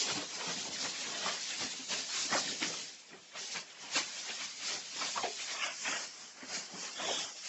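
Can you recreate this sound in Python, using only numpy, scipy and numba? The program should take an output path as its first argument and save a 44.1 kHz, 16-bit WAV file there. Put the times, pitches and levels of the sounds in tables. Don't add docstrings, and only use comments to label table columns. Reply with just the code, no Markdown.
import sys
import numpy as np
from scipy import signal
from scipy.fft import rfft, irfft, next_fast_len
from scipy.io import wavfile
from scipy.ndimage import uniform_filter1d, map_coordinates
from numba import njit

SR = 44100
rng = np.random.default_rng(int(sys.argv[2]) if len(sys.argv) > 2 else 0)


def pcm_store(signal):
    levels = np.round(np.clip(np.atleast_2d(signal), -1, 1) * 32767)
    wavfile.write(sys.argv[1], SR, levels.astype(np.int16).T)


N = 329868
STEP_MS = 2.5

# (time [s], crunch level [dB], hiss level [dB])
SETTLING = [(0.0, -70.5, -37), (0.6, -63, -54.5), (1.2, -59.5, -42), (1.8, -74, -47), (2.4, -73.5, -46),
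            (2.8, -80, -58), (3.05, -70, -62), (3.75, -63, -58), (4.1, -58.5, -50.5), (4.9, -62.5, -48),
            (5.5, -59.5, -44.5), (6.0, -63, -52), (6.35, -68.5, -55), (6.9, -63, -50), (7.48, -75, -50)]


def amp(db):
    return 10 ** (np.asarray(db) / 20)


def unit(x):
    return x / np.sqrt(np.mean(x ** 2) + 1e-20)


def along(points, hz):
    point_hz, values = np.transpose(points)
    return np.interp(np.log(hz + 1), np.log(point_hz + 1), values)


def curves(rows):
    times, *columns = np.transpose(rows)
    return [np.interp(np.arange(N) / SR, times, column) for column in columns]


def wobble(rate):
    points = rng.standard_normal(int(N * rate / SR) + 4)
    return map_coordinates(points, [np.arange(N) * rate / SR])


def filtered(x, response):
    size = next_fast_len(N + SR // 2)
    spectrum = rfft(x, size) * response(np.fft.rfftfreq(size, 1 / SR))
    return irfft(spectrum, size)[..., :N]


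def streaky(shape, across, along_time):
    field = uniform_filter1d(rng.standard_normal(shape), size=across, axis=0)
    return unit(uniform_filter1d(field, size=along_time, axis=1))


def rush(spectrum, patchy_db):
    z = signal.stft(rng.standard_normal(N + 512), nperseg=512)[2]
    patches = amp(patchy_db * streaky(z.shape, across=3, along_time=6))
    noise = signal.istft(z * patches, nperseg=512)[1][:N]
    return unit(filtered(noise, lambda hz: amp(along(spectrum, hz))))


@njit
def rings(starts, steps, lives, sizes, count):
    out = np.zeros(count)
    for i in range(len(starts)):
        for k in range(min(int(7 * lives[i]), count - starts[i])):
            swell = k / lives[i] * np.exp(-k / lives[i])
            out[starts[i] + k] += sizes[i] * np.sin(steps[i] * k) * swell
    return out


def grains(pitch_hz, count, octaves, cycles, scatter_db):
    starts = rng.integers(0, N, count)
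    hz = np.clip(pitch_hz[starts] * 2 ** (octaves * rng.standard_normal(count)), 100, SR / 3)
    sizes = amp(scatter_db * rng.exponential(size=count)) * rng.choice([-1, 1], count)
    sizes = sizes * np.sqrt(hz / 1000)
    return unit(rings(starts, 2 * np.pi * hz / SR, cycles * SR / hz, sizes, count=N))


def swells(peak_s, fall_ms, rise, roundness):
    grid_ms = np.arange(0, N / SR * 1000, STEP_MS)
    late = (grid_ms - peak_s[:, None] * 1000) / fall_ms[:, None]
    distance = np.where(late < 0, -late / rise, late)
    return 10 ** -np.minimum(distance ** roundness, 10)


def per_sample(x):
    return np.interp(np.arange(N) / SR * 1000, np.arange(len(x)) * STEP_MS, x)


def summed(shapes, levels_db, under_db):
    return np.sqrt(per_sample(amp(2 * levels_db) @ shapes) + amp(2 * under_db))


def shower():
    # (time of the peak [s], time to fall 10 dB [ms], level [dB])
    tosses = [(0.021, 35, -34.5), (0.091, 73, -42), (0.355, 40, -41.5), (0.485, 182, -41), (0.646, 94, -43),
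              (0.747, 47, -40), (0.848, 134.5, -40), (1.018, 46, -40), (1.259, 77, -41), (1.423, 76.5, -43),
              (1.55, 101, -50), (1.61, 181.5, -42), (1.9, 30, -44), (1.95, 100, -37), (2.178, 142, -37.0),
              (2.221, 46, -38), (2.36, 90, -35), (2.504, 118.5, -40.5), (2.654, 106, -38),
              (2.77, 210, -45.5), (3.389, 41, -44.0), (3.442, 104, -45), (3.546, 87, -44), (3.835, 57, -52),
              (3.968, 70, -36.5), (4.13, 293, -46.5), (4.31, 112, -46.5), (4.429, 92, -44),
              (4.68, 125, -39.5), (5.059, 207, -40.5), (5.395, 145, -45.5), (5.52, 69, -45.5),
              (5.652, 43.5, -42.5), (5.88, 185.5, -40.5), (5.993, 113, -44.0), (6.196, 117, -51),
              (6.559, 115, -41), (6.825, 117, -43.5), (7.03, 80, -43), (7.12, 109, -39), (7.2, 55, -38.5),
              (7.475, 142, -47)]
    # (frequency [Hz], relative level per Hz [dB])
    flakes = [(700, -15.5), (1500, -13), (2600, -5.5), (3900, 1), (5000, 3.5), (6800, 2), (7600, 0),
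              (8300, -16)]
    peak_s, fall_ms, level_db = np.transpose(tosses)
    shapes = swells(peak_s, fall_ms, rise=0.69, roundness=1.88)
    hiss = amp(0.6 * wobble(40)) * rush(flakes, patchy_db=1.7)
    flutter = amp(1.0 * wobble(36))
    settling_hiss_db = curves(SETTLING)[1]
    return summed(shapes, level_db, settling_hiss_db) * flutter * hiss


def strokes():
    # (time of the peak [s], time to fall 10 dB [ms], crunch level [dB],
    # crunch pitch [Hz], crackle level [dB], level of the weight on the ground [dB])
    stroke_rows = [(0.026, 95, -44.5, 622, -48, -68), (0.103, 94, -43.0, 842, -43.5, -47.5),
                   (0.177, 55, -43, 640, -45, -45.5), (0.352, 143.5, -53, 925, -55.5, -57.5),
                   (0.422, 129.5, -45.5, 886, -46.5, -76.0), (0.491, 85.5, -47.5, 673, -46.5, -52),
                   (0.575, 44, -55, 940, -49.5, -51), (0.679, 121, -50, 530, -52, -49.5),
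                   (0.758, 52.5, -70, 1055, -46.5, -60), (0.847, 72, -44.0, 1165, -46.5, -47.5),
                   (0.965, 149.5, -63, 1120, -50.5, -73), (1.039, 130.5, -50.5, 1108, -47, -53),
                   (1.131, 167.5, -48.5, 770, -48, -58.5), (1.271, 80, -41, 1034, -39.5, -50),
                   (1.508, 252.5, -55, 1054, -46, -58), (1.62, 55, -44.5, 940, -43.5, -46),
                   (1.744, 50, -53, 874, -55, -62), (1.804, 40, -59.5, 884, -51.5, -57),
                   (1.935, 78, -45, 786, -41, -49.5), (2.149, 118, -48, 1235, -45.5, -60.5),
                   (2.26, 105.5, -56, 732, -48, -55), (2.34, 54.5, -34, 999, -42, -41.5),
                   (2.478, 112.5, -49.5, 560, -43, -47.5), (2.628, 33.5, -45, 722, -37.5, -46.5),
                   (2.681, 75.5, -46.5, 613, -46, -50), (2.75, 168, -55.5, 707, -49.5, -58.0),
                   (3.137, 61, -56.5, 768, -56, -57), (3.372, 58.5, -50, 1086, -46.5, -59.5),
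                   (3.471, 128, -58, 944, -53.5, -67), (3.567, 37.5, -44.5, 1015, -41.5, -55.5),
                   (3.836, 50.5, -54, 924, -53, -59.5), (3.97, 69, -40, 1153, -36, -49),
                   (4.174, 70.5, -73.5, 903, -50.5, -76), (4.307, 98.5, -52, 1050, -46.5, -63),
                   (4.415, 56, -51.5, 1270, -48, -59.5), (4.65, 136, -52.5, 1297, -46, -61),
                   (4.719, 72.5, -50, 648, -62, -52), (4.966, 59.5, -56.5, 904, -50.5, -58),
                   (5.035, 74.5, -43, 1150, -43, -54.5), (5.178, 40.5, -42, 1056, -48, -50.5),
                   (5.245, 35, -43, 602, -39.5, -48), (5.404, 38, -59.5, 906, -46.5, -67),
                   (5.515, 108.5, -51.5, 1003, -46.5, -80), (5.633, 74.5, -44.5, 1347, -41, -61.5),
                   (5.882, 83.5, -44.5, 1160, -39, -53.5), (5.939, 71, -41.5, 866, -39.5, -58),
                   (6.196, 110, -59.5, 965, -62, -63), (6.44, 132, -54, 784, -53.5, -59),
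                   (6.549, 90.5, -48.5, 808, -46, -56.5), (6.744, 75, -50.5, 574, -68.5, -58),
                   (6.852, 89, -52.5, 855, -51, -69), (7.013, 66.5, -44, 815, -46.5, -50.5),
                   (7.093, 96.5, -42, 641, -45.5, -54.5), (7.196, 131, -50.0, 820, -54, -61),
                   (7.45, 95, -62, 1184, -56.5, -70)]
    # (time [s], pitch [Hz])
    crackle_pitch = [(0, 3280), (0.14, 2620), (2.27, 2890), (2.33, 2010), (2.41, 2906), (3.73, 2460),
                     (3.95, 2906), (4.79, 2620), (4.98, 3000), (5.92, 2300), (6.41, 2110), (6.71, 2600),
                     (7.0, 2196), (7.48, 2600)]
    peak_s, fall_ms, crunch_db, hz, crackle_db, weight_db = np.transpose(stroke_rows)
    shapes = swells(peak_s, fall_ms, rise=0.538, roundness=1.31)
    settling_db = curves(SETTLING)[0]

    share = amp(2 * crunch_db)[:, None] * shapes
    crunch_hz = per_sample(hz @ share / share.sum(axis=0))
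    crunch = grains(crunch_hz, count=14000, octaves=0.756, cycles=2.64, scatter_db=1.8)
    crackle = grains(curves(crackle_pitch)[0], count=30000, octaves=0.4606, cycles=3.25, scatter_db=1.8)

    crunching = summed(shapes, crunch_db, settling_db) * crunch
    crackling = summed(shapes, crackle_db, settling_db + 4.5) * crackle
    pushing = summed(shapes, weight_db, settling_db - 6.5) * weight()
    stutter = amp(1.36 * wobble(30))
    return stutter * (crunching + crackling) + pushing


def weight():
    # (frequency [Hz], relative level per Hz [dB])
    ground = [(30, -48), (80, -8), (140, -1), (250, 2), (400, -8.5), (800, -32)]
    return unit(amp(0.73 * wobble(35)) * rush(ground, patchy_db=2.0))


def still_air():
    # (frequency [Hz], relative level per Hz [dB])
    air = [(24, -64), (40, -31), (260, -2.5), (1480, -14), (2300, -9), (3760, -7), (6710, -4), (7670, -2.5),
           (8200, -27.5), (10700, -64.5), (18000, -120)]
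    return amp(-65) * rush(air, patchy_db=2.6)


def walls(x):
    # (frequency [Hz], time to fall 60 dB [s])
    wall_decay = [(200, 0.31), (1500, 0.069), (8000, 0.046)]
    hz, t, z = signal.stft(rng.standard_normal(SR // 2), SR, nperseg=256)
    fade = amp(-60 * t / along(wall_decay, hz)[:, None])
    tail = signal.istft(z * fade, SR, nperseg=256)[1]
    delayed = np.pad(x, (400, 0))
    return signal.fftconvolve(delayed, tail / np.linalg.norm(tail))[:N]


def hollowed(x, width_hz, waver_hz, gaps):
    # (time [s], centre of the hollow [Hz], depth [dB], flicker before weighting by frequency [dB])
    hollow = [(0, 3860, 0, 4.5), (2.8, 3800, 1, 4), (3.1, 3800, 1.5, 3.5), (3.6, 3800, 1.5, 4.5),
              (5.5, 3750, 1, 4.5), (5.62, 4140, 13, 8), (5.78, 3800, 10, 4.5), (5.92, 4000, 13, 5.5),
              (6.1, 3720, 7.5, 4), (6.9, 3630, 7.5, 5), (7.1, 4500, 10, 8), (7.48, 3600, 6.5, 5.5)]
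    hz, t, z = signal.stft(x, SR, nperseg=1024)
    times, centre_hz, depth_db, flicker_db = np.transpose(hollow)
    waver = waver_hz * wobble(12)[np.minimum((t * SR).astype(int), N - 1)]
    centre_hz = np.interp(t, times, centre_hz) + waver
    dip = np.interp(t, times, depth_db) * np.exp(-0.5 * ((hz[:, None] - centre_hz) / width_hz) ** 2)

    streaks = streaky(z.shape, across=2, along_time=5)
    streaks = streaks - gaps * (streaks ** 2 - 1)
    share = along([(250, 0.036), (700, 0.49), (3500, 1), (5000, 0.43), (7500, 0.3)], hz)
    flicker = share[:, None] * np.interp(t, times, flicker_db) * streaks
    return signal.istft(z * amp(flicker - dip), SR, nperseg=1024)[1][:N]


def bursts(rows, sharpness, rise, clear, crack):
    out = np.zeros(N + SR)
    t = np.arange(SR // 4) / SR
    for start_s, level_db, hz, t60 in rows:
        b, a = signal.iirpeak(hz, sharpness, SR)
        noise = rng.standard_normal(2 * len(t))
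        grit = signal.lfilter(b, a, signal.lfilter(b, a, noise))[len(t):]
        tone = clear * np.sin(2 * np.pi * hz * t)
        opening = crack * amp(-60 * t / 0.012) * rng.standard_normal(len(t))
        envelope = amp(level_db - 60 * t / max(t60, 0.01)) * (1 - np.exp(-t / rise))
        out[round(start_s * SR):][:len(t)] += envelope * (unit(grit) + tone + opening)
    return out[:N]


def thuds():
    # (time [s], level [dB], pitch [Hz])
    landings = [(0.119, -43.5, 134), (0.173, -37.5, 292), (0.474, -42.5, 173), (1.108, -54, 450),
                (1.25, -49, 197), (1.795, -45, 261), (1.903, -54, 210), (2.25, -49.5, 290),
                (2.344, -38, 316), (2.389, -44, 250), (2.618, -38, 306), (2.667, -45, 171),
                (3.143, -49, 368), (3.557, -53, 181), (3.96, -42, 297), (4.005, -50, 350),
                (4.962, -53, 295), (5.238, -46.5, 269), (5.24, -35, 460), (5.272, -40.5, 410),
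                (5.305, -48, 430), (5.881, -45.5, 282), (6.428, -46.5, 255), (6.57, -51.5, 190),
                (6.735, -48, 186)]
    rows = [(start_s, level_db, hz, 21 / hz) for start_s, level_db, hz in landings]
    return bursts(rows, sharpness=2.1, rise=0.0024, clear=2.34, crack=0.1)


def catches():
    # (time [s], level [dB], pitch [Hz], time to fall 60 dB [s])
    scratches = [(0.654, -43, 897, 0.064), (1.261, -39.5, 1178, 0.2), (1.618, -47.5, 800, 0.07),
                 (1.903, -51, 574, 0.1), (2.304, -43.5, 1780, 0.1), (2.323, -35.5, 1940, 0.16),
                 (2.338, -39, 2150, 0.09), (2.326, -35.5, 1150, 0.1), (2.335, -32.5, 800, 0.08),
                 (2.346, -36.5, 905, 0.06), (2.352, -36, 547, 0.064), (2.361, -34.5, 1403, 0.079),
                 (2.376, -33, 1200, 0.05), (3.131, -46, 1860, 0.028), (3.354, -49, 666, 0.07),
                 (3.558, -40.5, 1670, 0.067), (3.832, -50.5, 964, 0.11), (3.953, -44, 535, 0.12),
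                 (3.982, -40, 1047, 0.06), (5.013, -33, 1130, 0.038), (5.02, -34.5, 1310, 0.046),
                 (5.158, -41, 980, 0.11), (5.175, -31.5, 1120, 0.051), (5.19, -39, 1060, 0.086),
                 (5.234, -33, 783, 0.04), (5.243, -34, 690, 0.09), (5.659, -44, 641, 0.19),
                 (5.879, -38.5, 1540, 0.034), (6.999, -41.5, 740, 0.06), (7.038, -42, 640, 0.078),
                 (7.085, -37.5, 720, 0.07), (7.095, -33.5, 678, 0.06), (7.108, -36.5, 508, 0.07)]
    return bursts(scratches, sharpness=3.6, rise=0.001, clear=1.6, crack=0.8)


def rasp():
    # (time [s], level [dB], pitch [Hz])
    skids = [(6.9, -81, 3340), (6.98, -47, 3380), (7.1, -46, 3336), (7.17, -42.5, 3525),
             (7.23, -48.5, 3570), (7.3, -81, 3520)]
    level_db, pitch_hz = curves(skids)
    return amp(level_db) * grains(pitch_hz, count=15000, octaves=0.08, cycles=8.5, scatter_db=0.5)


def scene():
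    bedding = strokes() + rasp()
    contacts = catches() + thuds()
    answer = amp(-13.5) * walls(bedding + contacts)
    rustle = bedding + answer + shower() + still_air()
    heard = contacts + hollowed(rustle, width_hz=366, waver_hz=151, gaps=0.38)
    return np.array([heard, heard])


def record(dry):
    low_cut_hz, fade_hz, top_hz = 125, 7750, 8200

    def response(hz):
        bass_cut = (1j * hz / (low_cut_hz + 1j * hz)) ** 2
        treble_fade = 1 / np.sqrt(1 + (hz / fade_hz) ** 60)
        return bass_cut * treble_fade * (hz < top_hz)

    return filtered(dry, response)


dry = scene()
out = record(dry)
pcm_store(out)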